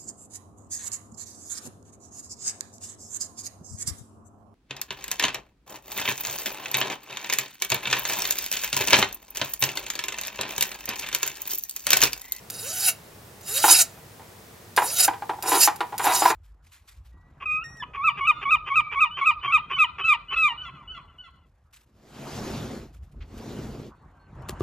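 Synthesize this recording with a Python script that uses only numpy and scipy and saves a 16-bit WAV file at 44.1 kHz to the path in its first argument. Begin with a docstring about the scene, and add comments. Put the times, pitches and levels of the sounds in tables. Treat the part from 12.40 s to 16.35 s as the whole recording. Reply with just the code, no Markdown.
"""Filing a brass rod

A flat hand file makes five strokes across the tip of a thin, hand-held brass rod in a small workshop.
Each tooth snaps and tears off grit, at a rate set by the stroke's speed, and this force rings the blade.
The blade lands with bright ticks, and the long rod knocks and chatters against the bench.
A faint whistle follows the second stroke as the file swings back; a low room hum lies underneath."""
import sys
import numpy as np
from scipy import signal
from scipy.fft import rfft, irfft
from scipy.io import wavfile

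SR = 44100
rng = np.random.default_rng(int(sys.argv[2]) if len(sys.argv) > 2 else 0)


def materialize(psi):
    """Save the field psi as 16-bit PCM at rate SR to the path in sys.argv[1].

    A 1-D psi becomes a single channel; in a 2-D psi each row is a channel.
    """
    bounded = np.clip(np.atleast_2d(psi).T, -1, 1)
    quanta = np.round(bounded * 32767).astype(np.int16)
    wavfile.write(sys.argv[1], SR, quanta)


N = 174195  # length in samples


def undb(db):
    """Turn decibels into a plain factor."""
    return 10 ** (np.asarray(db) / 20)


def unit(x):
    """Scale to rms 1."""
    return x / np.sqrt(np.mean(x ** 2))


def impact(x):
    """Scale to energy 1."""
    return x / np.sqrt(np.sum(x ** 2))


def over_hz(points):
    """Read (Hz, value) points at every bin of a spectrum."""
    hz, value = np.array(points).T
    bins_hz = np.arange(N // 2 + 1) * SR / N
    return np.interp(np.log(bins_hz + 1), np.log(hz), value)


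def colour(x, points):
    """Filter with the given (Hz, dB) response, built from its cepstrum so nothing sounds early."""
    cepstrum = irfft(np.log(undb(over_hz(points))), N)[:N // 2]
    cepstrum[1:] *= 2
    response = np.exp(rfft(cepstrum, N))
    return irfft(response * rfft(x, N), N)[:len(x)]


def low(x, hz):
    """Gentle low-pass."""
    return signal.sosfilt(signal.butter(1, min(hz, SR / 2 - 1), fs=SR, output="sos"), x)


def thin(x, hz):
    """Steep high-pass: small parts radiate no bass."""
    return signal.sosfilt(signal.butter(4, hz, "high", fs=SR, output="sos"), x)


def ring(x, response):
    """Play x through an impulse response."""
    return signal.fftconvolve(x, response)[:N]


def fade(t60):
    """Half a second of exponential decay, falling 60 dB in t60 seconds."""
    return np.exp(-np.log(1000) * np.arange(SR // 2) / SR / t60)


def mode(hz, t60):
    """A decaying sine."""
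    return fade(t60) * np.sin(2 * np.pi * hz * np.arange(SR // 2) / SR)


def burst(t60):
    """Decaying noise."""
    return fade(t60) * rng.standard_normal(SR // 2)


def walk(hz):
    """Random wandering around zero: straight lines between hz random points per second."""
    knots = rng.standard_normal(N)
    return np.interp(np.arange(N) * hz / SR, np.arange(N), knots)


def add(track, start, sound):
    """Mix a sound in at a time in seconds."""
    i = int(start * SR)
    track[i:i + len(sound)] += sound[:N - i]


# Colour of the room hum. Each row: frequency in Hz, gain in dB.
HUM_COLOUR = [(15, -25), (25, -19.5), (107, 2.5), (284, -8), (486, -4.5), (527, -9), (604, -8.5),
              (905, -11), (1550, -16), (1820, -15.5), (2730, -20), (15800, -23.5)]
HUM_DB = -48


def room_hum():
    """Steady rumble, alike in both ears, under a faint wide hiss."""
    mid = unit(colour(rng.standard_normal(N), HUM_COLOUR))
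    side = unit(colour(rng.standard_normal(N), HUM_COLOUR))
    side = colour(side, [(60, -43), (150, -14.5), (500, -5.5), (2000, -1.5), (12000, -8.5)])
    return undb(HUM_DB) * (mid + side * np.array([[1], [-1]]))


# The file strokes. Each row: start in seconds, end in seconds, tooth rate at the start in Hz, top rate in Hz.
FILE_STROKES = [(.10, 0.559, 227.9, 788.7), (0.997, 1.48, 269.2, 799), (2.361, 2.713, 299.3, 743),
                (3.014, 3.308, 328.9, 888.7), (3.568, 3.936, 300, 755.3)]
# How hard the teeth bite, one curve per stroke. Each point: time in seconds, bite in dB.
BITE_CURVES = [
    [(0.116, -41), (0.258, -32.5), (0.33, -32.5), (0.446, -25.5), (0.49, -14.5), (0.53, -47)],
    [(1.02, -57.5), (1.09, -29.5), (1.138, -28), (1.18, -21), (1.218, -26), (1.25, -19), (1.276, -19.5),
     (1.312, -11.5), (1.362, -15), (1.37, -19), (1.42, -14.5), (1.45, -47)],
    [(2.366, -28), (2.406, -36.5), (2.476, -28.5), (2.56, -29), (2.596, -18.5), (2.606, -14), (2.624, -22),
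     (2.632, -17), (2.652, -15.5), (2.674, -36), (2.68, -26)],
    [(3.036, -37), (3.05, -41), (3.082, -24.5), (3.186, -24), (3.212, -12.5), (3.26, -17), (3.285, -36)],
    [(3.592, -29), (3.602, -39.5), (3.652, -24.5), (3.69, -32.5), (3.718, -30.5), (3.762, -22),
     (3.778, -25), (3.796, -26), (3.908, -28.5), (3.925, -42)],
]
FASTEST_AT, END_SPEED = .68, .68  # share of the stroke's time; share of the top speed


def stroke_motion():
    """Tooth rate in Hz, bite, and share of the travel done: each stroke speeds up, then slows a little."""
    t = np.arange(N) / SR
    rate, bite, travel = np.full(N, 300.), np.zeros(N), np.zeros(N)
    for (start, end, first_hz, top_hz), curve in zip(FILE_STROKES, BITE_CURVES):
        on = (t >= start) & (t < end)
        u = (t[on] - start) / (end - start)
        speeding_up = first_hz + (top_hz - first_hz) * np.sin(np.pi / 2 * u / FASTEST_AT) ** 2
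        slowing = top_hz * (1 - (1 - END_SPEED) * ((u - FASTEST_AT) / (1 - FASTEST_AT)) ** 2)
        rate[on] = np.where(u < FASTEST_AT, speeding_up, slowing)
        travel[on] = np.cumsum(rate[on]) / np.sum(rate[on])
        s, db = np.array(curve).T
        bite += undb(np.interp(t, s, db, left=-200, right=-200))
    return rate, bite, travel


# Bending modes of the blade. Each row: frequency in Hz, width of the resonance in Hz, level in dB.
BLADE_MODES = [(2820, 90, -5), (3780, 75, -3), (4900, 120, 1), (5930, 75, 0), (7070, 220, -2),
               (9400, 140, 1), (10500, 75, -5), (10970, 75, -1), (11400, 110, -3), (11900, 100, -2),
               (12330, 86, -3)]


def blade_modes():
    """The ring of each bending mode of the blade; a narrower resonance rings longer."""
    rings = []
    for hz, width, db in BLADE_MODES:
        t60 = np.log(1000) / np.pi / width
        rings.append(undb(db) * np.sqrt(width) * impact(mode(hz, t60)))
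    return rings


NODES_PER_STROKE = 3.045  # for a 5 kHz blade mode


def blade_ring(force, travel):
    """Blade modes swell and fade as their nodes pass the rod; higher modes have more nodes."""
    total = np.zeros(N)
    for (hz, _, _), response in zip(BLADE_MODES, blade_modes()):
        nodes = NODES_PER_STROKE * np.sqrt(hz / 5000)
        swing = np.cos(np.pi * nodes * travel + rng.uniform(0, 2 * np.pi))
        total += ring(force, response) * swing
    return unit(total)


SHIMMER_T60_S = 0.03


def shimmer(x):
    """The steel blade's many weak twisting modes, packed closely together."""
    pitches = rng.uniform(2500, 12000, size=80)  # Hz
    return ring(x, sum(rng.choice([-1, 1]) * mode(hz, SHIMMER_T60_S) for hz in pitches))


RASP_PATCHY_DB, WHIRR_PATCHY_DB = 3.5, 2.5
PATCH_HZ = 56.25  # new random points per second


def patchy(x):
    """Bands of the scrape swell and fade on their own as the contact shifts."""
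    spectrum, bins_hz = rfft(x), np.arange(N // 2 + 1) * SR / N
    centres = np.geomspace(1000, 16000, 13)  # Hz
    total = np.zeros(N)
    for band in np.eye(len(centres)):
        part = irfft(spectrum * np.interp(bins_hz, centres, band), N)
        total += part * undb(RASP_PATCHY_DB * walk(PATCH_HZ))
    return total


SWELL_HZ, SWELL_T60_S, SWELL_DB = 4900, .003, -4
SWELL_AT, SWELL_SPAN = 0.68, 0.052  # shares of the travel


def sing_out(sound, rasp, travel):
    """The blade sings out near 5 kHz at one point of each stroke."""
    swell = undb(SWELL_DB) * np.exp(-((travel - SWELL_AT) / SWELL_SPAN) ** 2)
    singing = unit(ring(rasp, mode(SWELL_HZ, SWELL_T60_S)))
    return (sound + swell * singing) / np.hypot(1, swell)


# Colour of the torn grit. Each row: frequency in Hz, gain in dB.
RASP_COLOUR = [(180, -68), (300, -22.5), (622, -18.5), (759, -11), (990, -19), (1450, -8.5), (2200, -8.5),
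               (2770, -5.5), (3490, -13.5), (3670, -9.5), (4330, -7), (4870, -3), (5560, -3.5), (7130, -2),
               (7870, -5), (9610, -0.5), (12700, 0), (15800, -5.5)]
# Colour of the tooth tone. Each row: frequency in Hz, gain in dB.
WHIRR_COLOUR = [(200, -35), (450, 3.5), (750, -5.5), (1100, -12.5), (1450, -0.5), (2200, -15),
                (4000, -26.5)]
RASP_DB, BLADE_DB, SHIMMER_DB, TOOTH_DB = -4.5, -7, -2.5, -30
TOOTH_JITTER = .06  # share of the tooth rate
TOOTH_SCATTER_DB, GRIT_SCATTER_DB = 0.5, 2.5
CUT_SHARE = .55  # how slowly the grit dies away, in tooth spacings
SNAG_DB, SNAG_HZ = 0.5, 130.2
BRIGHTEN_DB, TREBLE_HZ = 4, 7950  # the top treble rises over each stroke


def filing():
    """Each tooth snaps and tears grit from the brass, and that force rings the blade."""
    rate, bite, travel = stroke_motion()
    teeth = np.cumsum(rate * (1 + TOOTH_JITTER * walk(400))) / SR
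    tooth = teeth.astype(int)
    size = undb(TOOTH_SCATTER_DB * rng.standard_normal(N))[tooth] * undb(SNAG_DB * walk(SNAG_HZ))
    snaps = unit(np.diff(tooth, prepend=0) * size)
    tearing = size * np.exp(-(teeth % 1) / CUT_SHARE)
    rough_noise = rng.standard_normal(N) * undb(GRIT_SCATTER_DB * rng.standard_normal(N))
    force = unit(unit(tearing * rough_noise) + undb(-7.5) * snaps)

    rasp = unit(colour(force, RASP_COLOUR))
    sound = undb(RASP_DB) * rasp + undb(BLADE_DB) * blade_ring(force, travel)
    sound = patchy(sound + undb(SHIMMER_DB) * unit(shimmer(rasp)))
    dull = low(sound, TREBLE_HZ)
    sound = dull + (sound - dull) * undb(BRIGHTEN_DB * (travel - 1))
    sound = sing_out(sound, rasp, travel)

    whirr = colour(snaps - snaps.mean(), WHIRR_COLOUR) * undb(WHIRR_PATCHY_DB * walk(PATCH_HZ))
    # the power below 1 makes the tooth tone follow the bite less strongly
    return bite * sound + undb(TOOTH_DB) * bite ** 0.53 * unit(whirr)


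# The file lands on or grazes the rod. Each row: time in seconds, level in dB.
FILE_LANDINGS = [(.101, -7.5), (0.141, -19), (1.01, -25), (2.364, -3.5), (3.025, -6.5), (3.36, -18),
                 (3.58, -5)]


def landings():
    """The blade touches down with a bright double tick, 4.7 ms apart."""
    out, blade = np.zeros(N), impact(sum(blade_modes()))
    for start, db in FILE_LANDINGS:
        first = 0.88 * blade + 0.77 * impact(colour(burst(0.036), RASP_COLOUR))
        second = impact(colour(burst(0.012), RASP_COLOUR))
        add(out, start, undb(db) * first)
        add(out, start + 0.0047, undb(db) * second)
    return out


# Modes of rod and bench. Each row: frequency in Hz, 60 dB decay time in seconds before the cap, level in dB.
ROD_BENCH_MODES = [(295, 0.05, -9), (374, 0.14, -13), (662.5, 0.17, -12), (748, 0.13, -29.5),
                   (809.3, 0.15, 3), (870, 0.24, -5), (969, .12, -5.5), (1035, 0.2, -13), (1258, 0.26, -11),
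                   (1377, 0.06, -6.5), (1478, 0.046, -5.5), (1750, 0.15, -35), (1930, 0.22, -14.5),
                   (2435, 0.3, -21.5)]
# Colour of the dull thud. Each row: frequency in Hz, gain in dB.
THUD_COLOUR = [(71, -49.5), (120, -40.5), (218, -37.5), (338, -9), (590, -21.5), (828, 0), (1230, -14.5),
               (1630, -16), (1760, -19), (3470, -29.5), (3760, -30.5), (6310, -45), (9400, -43.5),
               (14000, -54)]
BENCH_RING_DB, THUD_T60_S = -1.5, 0.078
LONGEST_RING_S = .2  # cap on the decay times
STRIKE_LIFT_DB, STRIKE_WIDTH_HZ = 9, 114  # the point of contact favours nearby modes


def blow(ring_hz):
    """One blow of rod on bench: a noisy thud plus ringing modes, strongest around ring_hz."""
    modes = np.zeros(SR // 2)
    for k, (hz, t60, db) in enumerate(ROD_BENCH_MODES):
        lift = STRIKE_LIFT_DB * np.exp(-((hz - ring_hz) / STRIKE_WIDTH_HZ) ** 2)
        modes += (-1) ** k * undb(db + lift) * mode(hz, min(t60, LONGEST_RING_S))
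    thud = impact(colour(burst(THUD_T60_S), THUD_COLOUR))
    return impact(thud + undb(BENCH_RING_DB) * impact(modes))


# The rod hits the bench.
# Each row: time in seconds, level in dB before KNOCK_DB, hardness (treble gain) in dB, favoured ring in Hz.
ROD_KNOCKS = [(1.24, 0.5, 8.5, 800), (1.28, -6, 7, 1363), (1.298, -22.5, 18.5, 1300), (1.573, -35, -6, 615),
              (1.795, -39.5, 16, 1020), (2.376, -0.5, 8, 960), (2.42, -3.5, -2, 910), (2.68, -0.5, 4, 770),
              (2.735, -30.5, 17, 800), (2.822, -10, -2.5, 780), (2.894, -5, 0, 840), (2.934, -16, -13, 850),
              (2.986, -20, -11, 800), (3.082, -14, -3, 830), (3.119, -9, 11.5, 1050),
              (3.275, -8, 16.5, 835), (3.406, -7, 7.5, 950), (3.524, -13.5, -2, 947), (3.541, -14, -3, 950),
              (3.596, -11, 8, 975), (3.643, -8.5, 6.5, 960), (3.667, -3.5, 8.5, 1010),
              (3.722, -22, 22.5, 953), (3.82, 0.5, 2, 904), (3.854, -5.5, 16, 1010), (3.903, -6, 7.5, 943)]
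KNOCK_DB, HARD_HZ = 11.5, 1480  # level added to every knock; hardness acts above this


def knocking():
    """The rod's free length strikes the bench; harder knocks have more treble."""
    out = np.zeros(N)
    for start, db, hard_db, ring_hz in ROD_KNOCKS:
        hit = blow(ring_hz)
        soft = low(hit, HARD_HZ)
        add(out, start, undb(KNOCK_DB + db) * (soft + undb(hard_db) * (hit - soft)))
    return out


# The dragged rod chatters. Each row: start in seconds, end in seconds, level in dB.
ROD_CHATTERS = [(1.272, 1.311, -34), (3.033, 3.097, -29), (3.114, 3.169, -21), (3.587, 3.668, -34.5),
                (3.656, 3.716, -20.5), (3.708, 3.813, -32), (3.825, 3.916, -28)]
CHATTER_HZ, CHATTER_SCATTER_DB = 186.2, 1  # middle tap rate; spread of tap levels


def chattering():
    """Quick, uneven taps on the bench while the file drags the rod."""
    out = np.zeros(N)
    for start, end, db in ROD_CHATTERS:
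        length = int((end - start) * SR)
        turns = np.cumsum(CHATTER_HZ * np.exp(.5 * walk(300)))[:length] / SR
        sizes = undb(CHATTER_SCATTER_DB * rng.standard_normal(length))
        taps = np.diff(np.floor(turns), prepend=-1) * sizes
        tap_colour = [(150, -12.5), (350, 5), (800, -0.5), (1300, 2.5), (3000, 8)]  # Hz, dB
        body = impact(colour(blow(ring_hz=1054), tap_colour))
        add(out, start, undb(db) * signal.fftconvolve(unit(taps), body))
    return out


# Faint whistle as the file swings back. Each row: time in seconds, pitch in Hz, level in dB.
WHISTLE_GLIDE = [(1.49, 2380, -73), (1.53, 2480, -62), (1.57, 2520, -60), (1.62, 2330, -69)]
# Tones in the whistle. Each row: multiple of the pitch, level in dB.
WHISTLE_TONES = [(1, -4), (4.4, -5), (5, 0), (6, -5)]


def back_swing():
    """A thin gliding whistle between two strokes: a few sines on one wavering pitch."""
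    t = np.arange(N) / SR
    s, hz, db = np.array(WHISTLE_GLIDE).T
    pitch = np.interp(t, s, hz) * (1 + .014 * walk(1500))
    phase = 2 * np.pi * np.cumsum(pitch) / SR
    tones = sum(undb(tone_db) * np.sin(k * phase) for k, tone_db in WHISTLE_TONES)
    return undb(np.interp(t, s, db, left=-200, right=-200)) * tones


ROOM_T60_S, ROOM_TREBLE_T60_S = 0.23, 0.11


def workshop(x, room_db, width):
    """Short reflections off the bench and the cluttered walls; treble dies sooner than bass."""
    def tail():
        bass, treble = burst(ROOM_T60_S), burst(ROOM_TREBLE_T60_S)
        noise = low(bass, 2300) + treble - low(treble, 2500)
        return ring(x, impact(noise * (1 - fade(0.018))))  # the reflections build up gradually
    return x + undb(room_db) * (tail() + width * tail() * np.array([[1], [-1]]))


# Loudness of the file between the ears. Each row: frequency in Hz, left minus right in dB.
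EAR_BALANCE = [(700, -.5), (2400, 0.3), (4400, -2), (8100, -3), (15000, 0.4)]
# Timing of the file between the ears. Each row: frequency in Hz, lead of the left in radians.
EAR_PHASE = [(1000, 0), (3000, 0.94), (4800, -0.72), (7200, -0.91), (9400, -0.58), (14000, -0.46)]
FILE_ROOM_DB, KNOCK_ROOM_DB, SPREAD_DB = -13, -11, -13


def scene():
    """The file sits a little right, its moving blade differing per side; the knocks come from the middle."""
    hum = room_hum()
    scrape = thin(filing() + landings(), hz=234) + back_swing()
    spread = undb(SPREAD_DB) * ring(scrape, impact(burst(.03))) * walk(80) * np.array([[1], [-1]])
    file = workshop(scrape, room_db=FILE_ROOM_DB, width=0.27) + spread
    # half of each difference goes to each ear, in opposite directions
    place = undb(over_hz(EAR_BALANCE) / 2) * np.exp(.5j * over_hz(EAR_PHASE))
    file = irfft(rfft(file) * np.array([place, 1 / place]), N)
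    rod = thin(knocking() + chattering(), hz=193)
    return file + workshop(rod, room_db=KNOCK_ROOM_DB, width=0.35) + hum


TOP_HZ = 15900


def record(dry):
    """The recorder cuts the top: a very steep low-pass."""
    return signal.sosfilt(signal.ellip(10, .2, 80, TOP_HZ, fs=SR, output="sos"), dry)


dry = scene()
out = record(dry)
materialize(out)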